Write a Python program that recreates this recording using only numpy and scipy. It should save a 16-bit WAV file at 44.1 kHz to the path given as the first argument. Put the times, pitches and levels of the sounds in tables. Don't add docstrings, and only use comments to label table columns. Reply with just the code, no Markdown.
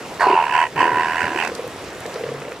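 import sys
import numpy as np
from scipy import signal
from scipy.io import wavfile
from scipy.ndimage import uniform_filter1d

SR = 44100
rng = np.random.default_rng(int(sys.argv[2]) if len(sys.argv) > 2 else 0)


def dump(signal):
    limited = np.clip(np.atleast_2d(signal).T, -1, 1)
    pcm = np.round(limited * 32767).astype(np.int16)
    wavfile.write(sys.argv[1], SR, pcm)


N = 114660
T = np.arange(N) / SR
LOW_LEAD_S, MIDDLE_LEAD_S, HIGH_LEAD_S = 0.002984, 0.0014, 0.00019

# time_s, low_db, middle_db, high_db
BELLOW_LEVELS = [
    [(.19, -38, -37, -78), (.213, -13.5, -29.5, -46), (.25, -15, -36, -36.5), (.335, -16, -38, -28.5),
     (.385, -14, -37, -32), (.435, -19.5, -33.5, -32), (.47, -25, -32, -37), (.515, -24.5, -30.5, -32.5),
     (.545, -17, -24, -27), (.635, -16, -25, -29), (.675, -38, -35.5, -41.5)],
    [(.76, -27.5, -34, -38), (.806, -14, -22, -25.5), (.925, -22, -28, -41.5), (1.0, -18.5, -25, -34),
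     (1.06, -23.5, -27, -35.5), (1.14, -26.5, -27.5, -35), (1.22, -26, -22.5, -32), (1.33, -30, -33, -41.5),
     (1.405, -27, -26.5, -26), (1.455, -27.5, -28.5, -31), (1.5, -38.5, -39, -41)],
]
def bellow(times, notch_hz=1187, notch_width_hz=144):
    sizes = from_db(rng.normal(0, 0.5, len(times)))
    flaps = times, sizes
    low, middle, high = sum(from_db(over_time(rows, -200)) for rows in BELLOW_LEVELS)
    voice = low * (mouth_low(flaps) + throat(flaps)) + chest(flaps) + middle * mouth_middle(flaps)
    shared, left, right = (flap_pulses(flaps, HIGH_LEAD_S, leak=0.54) for _ in range(3))
    each_ear = np.array([left, right])
    voice += high * mouth_high(shared + 0.43 * each_ear)
    voice = signal.lfilter(*signal.iirnotch(notch_hz, notch_hz / notch_width_hz, SR), voice)
    return voice + np.sqrt(middle * high) * sizzle(each_ear)


# time_s, flaps_per_s
FLAP_RATES = [
    [(.199, 85.6), (.235, 91.6), (.265, 64.8), (.33, 73.7), (.38, 88.7), (.43, 75.5), (.51, 67.8),
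     (.56, 77), (.62, 83.3), (.67, 67.6)],
    [(.765, 67.3), (.82, 83.1), (.93, 74.8), (1.02, 81.6), (1.08, 78.8), (1.16, 83.3), (1.28, 80.1),
     (1.34, 69.5), (1.41, 81.5), (1.5, 80.3)],
]
def flap_times(jitter_s=0.00015):
    times = []
    for rows in FLAP_RATES:
        cycles = np.cumsum(over_time(rows, 0)[0]) / SR
        calling = (T >= rows[0][0]) & (T <= rows[-1][0])
        times += list(np.interp(np.arange(round(cycles[-1]) + 1), cycles[calling], T[calling]))
    return np.array(times) + rng.normal(0, jitter_s, len(times))


# time_s, roughness
ROUGHNESS = [(.2, 0.77), (.31, 0.93), (.38, 0.62), (.6, 0.66), (.8, 0.91), (1.0, 0.34), (1.4, 0.59)]
def flap_pulses(flaps, lead_s, leak=1, extra_air=0.79, air_scale=1):
    times, sizes = flaps
    roughness, = over_time(ROUGHNESS)
    slaps = np.zeros(N)
    slaps[((times - lead_s) * SR).astype(int)] = sizes
    puff_shape = signal.windows.gaussian(801, 0.0018 * SR)
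    puffs = signal.fftconvolve(slaps, puff_shape, "same")
    leaking = leak * roughness ** 3 * (T > times[0]) * (T < times[-1])
    air = (puffs + leaking) * rng.standard_normal(N)
    air_share = air_scale * (roughness + (1 - roughness) * extra_air)
    return np.sqrt(1 - air_share) * rms_one(slaps) + np.sqrt(air_share) * rms_one(air)


# time_s, pitch_hz, width_hz
LOW_RESONANCE = [(.2, 1016, 324), (.37, 925, 191), (.46, 964, 152), (.95, 991, 121), (1.3, 976, 135),
                 (1.45, 974, 314)]
def mouth_low(flaps):
    pulses = flap_pulses(flaps, LOW_LEAD_S, extra_air=0, air_scale=0.97)
    snout = from_db(-5) * resonate(pulses, hz=988.6, width_hz=39)
    return pan(-2.5) * from_db(1.1) * steady(moving_resonance(pulses + snout, *over_time(LOW_RESONANCE)))


# time_s, relative_db, width_hz
THROAT_RESONANCE = [(.3, -8, 264), (.6, -11, 193), (.92, -13, 100), (1.25, -4.5, 120)]
def throat(flaps, pitch_hz=749):
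    pulses = flap_pulses(flaps, LOW_LEAD_S, extra_air=0, air_scale=0.97)
    db, width_hz = over_time(THROAT_RESONANCE)
    return from_db(db) * steady(moving_resonance(pulses, pitch_hz, width_hz))


# time_s, level_db
CHEST_LEVEL = [(.2, -32), (.4, -48), (.68, -58), (.76, -32), (.83, -25.5), (.99, -32), (1.14, -45),
               (1.3, -36), (1.5, -37)]
def chest(flaps):
    growl = resonate(flap_pulses(flaps, LOW_LEAD_S), hz=390, width_hz=320)
    return from_db(over_time(CHEST_LEVEL)[0]) * steady(growl)


# pitch_hz, width_hz, relative_db
MIDDLE_RESONANCES = [(1510, 450, 1.5), (1855, 490, 1.5)]
def mouth_middle(flaps):
    pulses = flap_pulses(flaps, MIDDLE_LEAD_S, leak=0.54)
    return pan(-6) * from_db(1.15) * ring_together(pulses, MIDDLE_RESONANCES)


# pitch_hz, width_hz, relative_db
HIGH_RESONANCES = [(2170, 530, 1.1), (2597, 263, 9.4)]
# time_s, pitch_hz
TOP_RESONANCE = [(.27, 2840), (.6, 2946), (1.34, 2895), (1.4, 2950), (1.47, 2530)]
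def mouth_high(pulses):
    top_hz, = over_time(TOP_RESONANCE)
    top = steady(np.array([moving_resonance(ear, top_hz, width_hz=280) for ear in pulses]))
    return pan(-9) * from_db(2) * steady(ring_together(pulses, HIGH_RESONANCES) + from_db(-5) * top)


# pitch_hz, width_hz, relative_db
SIZZLE_RESONANCES = [(4540, 650, 7), (6100, 2500, -1.5), (8060, 840, 2.5), (10900, 4000, -10)]
def sizzle(pulses):
    return pan(-5) * from_db(-14.5) * ring_together(pulses, SIZZLE_RESONANCES)


# time_s, roar_db, pitch_hz, hiss_db
RASP = [(.19, -36, 1920, -45), (.215, -19.5, 1720, -36.5), (.27, -32.5, 1410, -39.5), (.34, -36, 1360, -50)]
def rasp(times):
    roar_db, hz, hiss_db = over_time(RASP)
    gusts = flap_pulses((times, np.ones(len(times))), MIDDLE_LEAD_S, extra_air=1)
    roar = from_db(roar_db) * steady(moving_resonance(gusts, hz, width_hz=380))
    hiss = from_db(hiss_db) * steady(resonate(gusts, hz=4460, width_hz=810))
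    bright_air = rms_one(resonate(rng.standard_normal((2, N)), hz=7600, width_hz=5100))
    burst = from_db(-40) * swell(start_s=0.197, rise_s=0.015) * bright_air
    rasping = (T > RASP[0][0]) * (T < RASP[-1][0])
    return pan(-6) * (burst + rasping * (roar + hiss))


# start_s, level_db, pitch_hz
GURGLES = [(0.266, -17, 403), (.298, -12, 389), (.330, -15.5, 389), (.972, -23, 370), (1.235, -25.5, 586),
           (1.312, -25, 345), (1.355, -20.5, 340)]
def gurgles():
    return sum(throat_pop(start_s, db, hz, width_hz=59, grit=0.35) for start_s, db, hz in GURGLES)


def throat_pop(start_s, db, hz, width_hz, grit):
    tone = np.sin(2 * np.pi * hz * (T - start_s))
    rough_edge = grit * rms_one(resonate(rng.standard_normal(N), hz, hz))
    return from_db(db) * swell(start_s, 1 / (np.pi * width_hz)) * (tone + rough_edge)


# start_s, level_db
THUMPS = [(0.754, -32.5), (.91, -33), (1.228, -31)]
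def thumps():
    rumble = steady(resonate(rng.standard_normal(N), hz=126, width_hz=110))
    return rumble * sum(from_db(db) * swell(start_s, rise_s=0.014) for start_s, db in THUMPS)


# start_s, level_db, snap_boost_db
KNOCKS = [(1.49, -23.5, -7), (1.516, -20.5, -13), (1.592, -19.5, -24), (1.643, -22.5, -52),
          (1.666, -26, -30), (2.055, -23, -1.5), (2.157, -18.5, -8), (2.208, -19.5, -10),
          (2.236, -18, -6.5), (2.262, -19.5, -21), (2.288, -19, -12), (2.317, -19.5, -22),
          (2.345, -22, -29), (2.418, -25, -0.5), (2.449, -27, 0), (2.48, -24.5, -1), (2.518, -27.5, 5)]
# time_s, level_db
DRONE_LEVEL = [(2.2, -78), (2.29, -35), (2.4, -37), (2.45, -60)]
def far_seal(drone_hz=139):
    snap = 0.5 * rms_one(resonate(rng.standard_normal(N), hz=1930, width_hz=1000))
    wavering_hz = drone_hz * (1 + 0.018 * drift(turns_per_s=24.4))
    drone = np.sin(2 * np.pi * np.cumsum(wavering_hz) / SR)
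    out = from_db(over_time(DRONE_LEVEL, -200)[0]) * drone
    for start_s, db, snap_boost_db in KNOCKS:
        out += throat_pop(start_s, db, hz=477, width_hz=95, grit=0.13)
        out += from_db(db + snap_boost_db) * swell(start_s, rise_s=0.0018) * snap
    return out


# start_s, level_db, pitch_hz
TICKS = [(1.449, -29.5, 4950), (1.476, -27.5, 4930), (1.5507, -27.5, 5450), (1.677, -40, 11000),
         (2.004, -36.5, 9500), (2.062, -31.5, 5500), (2.141, -33.5, 5000)]
def ticks():
    noise = rng.standard_normal((2, N))
    return sum(from_db(db) * swell(start_s, rise_s=0.0011) * rms_one(resonate(noise, hz, 1.24 * hz))
               for start_s, db, hz in TICKS)


# delay_s, level_db
ECHO = [(.021, -16)]
def echo(sound, dull_above_hz=2500):
    dull = signal.sosfilt(signal.butter(1, dull_above_hz, fs=SR, output="sos"), sound.mean(0))
    return sum(from_db(db) * np.interp(T - delay_s, T, dull, 0) for delay_s, db in ECHO)


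# pitch_hz, relative_db
SURF_TONE = [(25, -22), (45, -9), (140, -1.5), (210, -3), (470, 3), (800, -2.5), (2700, -10.5), (3800, -16),
             (6000, -19), (12000, -29.5), (15500, -33)]
# time_s, level_db
SURF_LEVEL = [(0, -32), (.7, -35.5), (1.1, -32), (1.9, -33), (2.3, -32.5), (2.6, -35.5)]
# time_s, boost_db
SURF_HISS = [(.4, 0), (1.5, 0.5), (2.1, 1), (2.35, -1.5)]
# pitch_hz, likeness
SURF_LIKENESS = [(30, 0.2), (110, 1), (600, 1), (3000, 0.63), (12000, 0.58)]
# pitch_hz, spread_db
SURF_FLICKER = [(600, 2), (3000, 1.55)]
def surf(hiss_above_hz=2800):
    out, edges_hz = 0, 22 * 2 ** np.arange(0, 9.6, .5)
    noise = rng.standard_normal((2, 2, N))
    hiss_db, = over_time(SURF_HISS)
    for k, (low_hz, high_hz) in enumerate(zip(edges_hz, edges_hz[1:])):
        band = signal.butter(2, [low_hz, high_hz], "band", fs=SR, output="sos")
        shared, side = signal.sosfilt(band, noise[k % 2])
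        hz = np.sqrt(low_hz * high_hz)
        alike = at_pitch(SURF_LIKENESS, hz)
        wash = np.sqrt(1 + alike) * shared + np.sqrt(1 - alike) * side * [[1], [-1]]
        flicker_db = at_pitch(SURF_FLICKER, hz) * drift(turns_per_s=25)
        out += wash * from_db(at_pitch(SURF_TONE, hz) + flicker_db + hiss_db * (hz > hiss_above_hz))
    return pan(-0.7) * from_db(over_time(SURF_LEVEL)[0]) * rms_one(out)


def foam(bubbles_per_s=100):
    pops = rng.random((2, N)) < bubbles_per_s / SR
    sizes = from_db(3.5 * np.minimum(rng.exponential(1, (2, N)), 4))
    return from_db(-55) * rms_one(resonate(pops * sizes, hz=6500, width_hz=6500))


def resonance_filter(hz, width_hz):
    decay = np.exp(-np.pi * width_hz / SR) ** 2
    gain = (1 - decay) / 2
    return [[gain, 0, -gain, 1, -(1 + decay) * np.cos(2 * np.pi * hz / SR), decay]] * 2


def resonate(sound, hz, width_hz):
    return signal.sosfilt(resonance_filter(hz, width_hz), sound + 1e-18)


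def moving_resonance(sound, hz, width_hz, block=64):
    hz, width_hz = np.broadcast_arrays(hz, width_hz)
    out, state = np.zeros(N), np.zeros((2, 2))
    for i in range(0, N, block):
        resonance = resonance_filter(hz[i], width_hz[i])
        out[i:i + block], state = signal.sosfilt(resonance, sound[i:i + block] + 1e-18, zi=state)
    return out


def ring_together(sound, resonances):
    return steady(sum((-1) ** k * from_db(db) * resonate(sound, hz, width_hz)
                      for k, (hz, width_hz, db) in enumerate(resonances)))


def steady(sound, window=1100):
    power = np.atleast_2d(sound ** 2).mean(0)
    power = uniform_filter1d(uniform_filter1d(power, window), window // 2)
    return sound / np.sqrt(np.maximum(power, 0) + 1e-4 * power.max())


def swell(start_s, rise_s):
    age = np.clip((T - start_s) / rise_s, 0, 60)
    return age * np.exp(1 - age)


def drift(turns_per_s):
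    return rms_one(np.interp(T * turns_per_s, np.arange(400), rng.standard_normal(400)))


def over_time(rows, outside=None):
    time_s, *columns = np.transpose(rows)
    return [np.interp(T, time_s, column, outside, outside) for column in columns]


def at_pitch(rows, hz):
    pitches_hz, values = np.transpose(rows)
    return np.interp(np.log(hz), np.log(pitches_hz), values)


def pan(left_minus_right_db):
    gains = from_db([[left_minus_right_db / 2], [-left_minus_right_db / 2]])
    return gains / gains.mean()


def from_db(db):
    return 10 ** (np.asarray(db) / 20)


def rms_one(sound):
    return sound / np.sqrt(np.mean(sound ** 2) + 1e-20)


def scene():
    times = flap_times()
    seals = bellow(times) + rasp(times) + gurgles() + far_seal()
    left, right = seals + echo(seals) + thumps() + ticks() + surf() + foam()
    return np.array([np.concatenate([[0], left[:-1]]), right])


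def record(dry):
    return signal.sosfilt(signal.ellip(10, .1, 80, 15400, fs=SR, output="sos"), dry)


dry = scene()
out = record(dry)
dump(out)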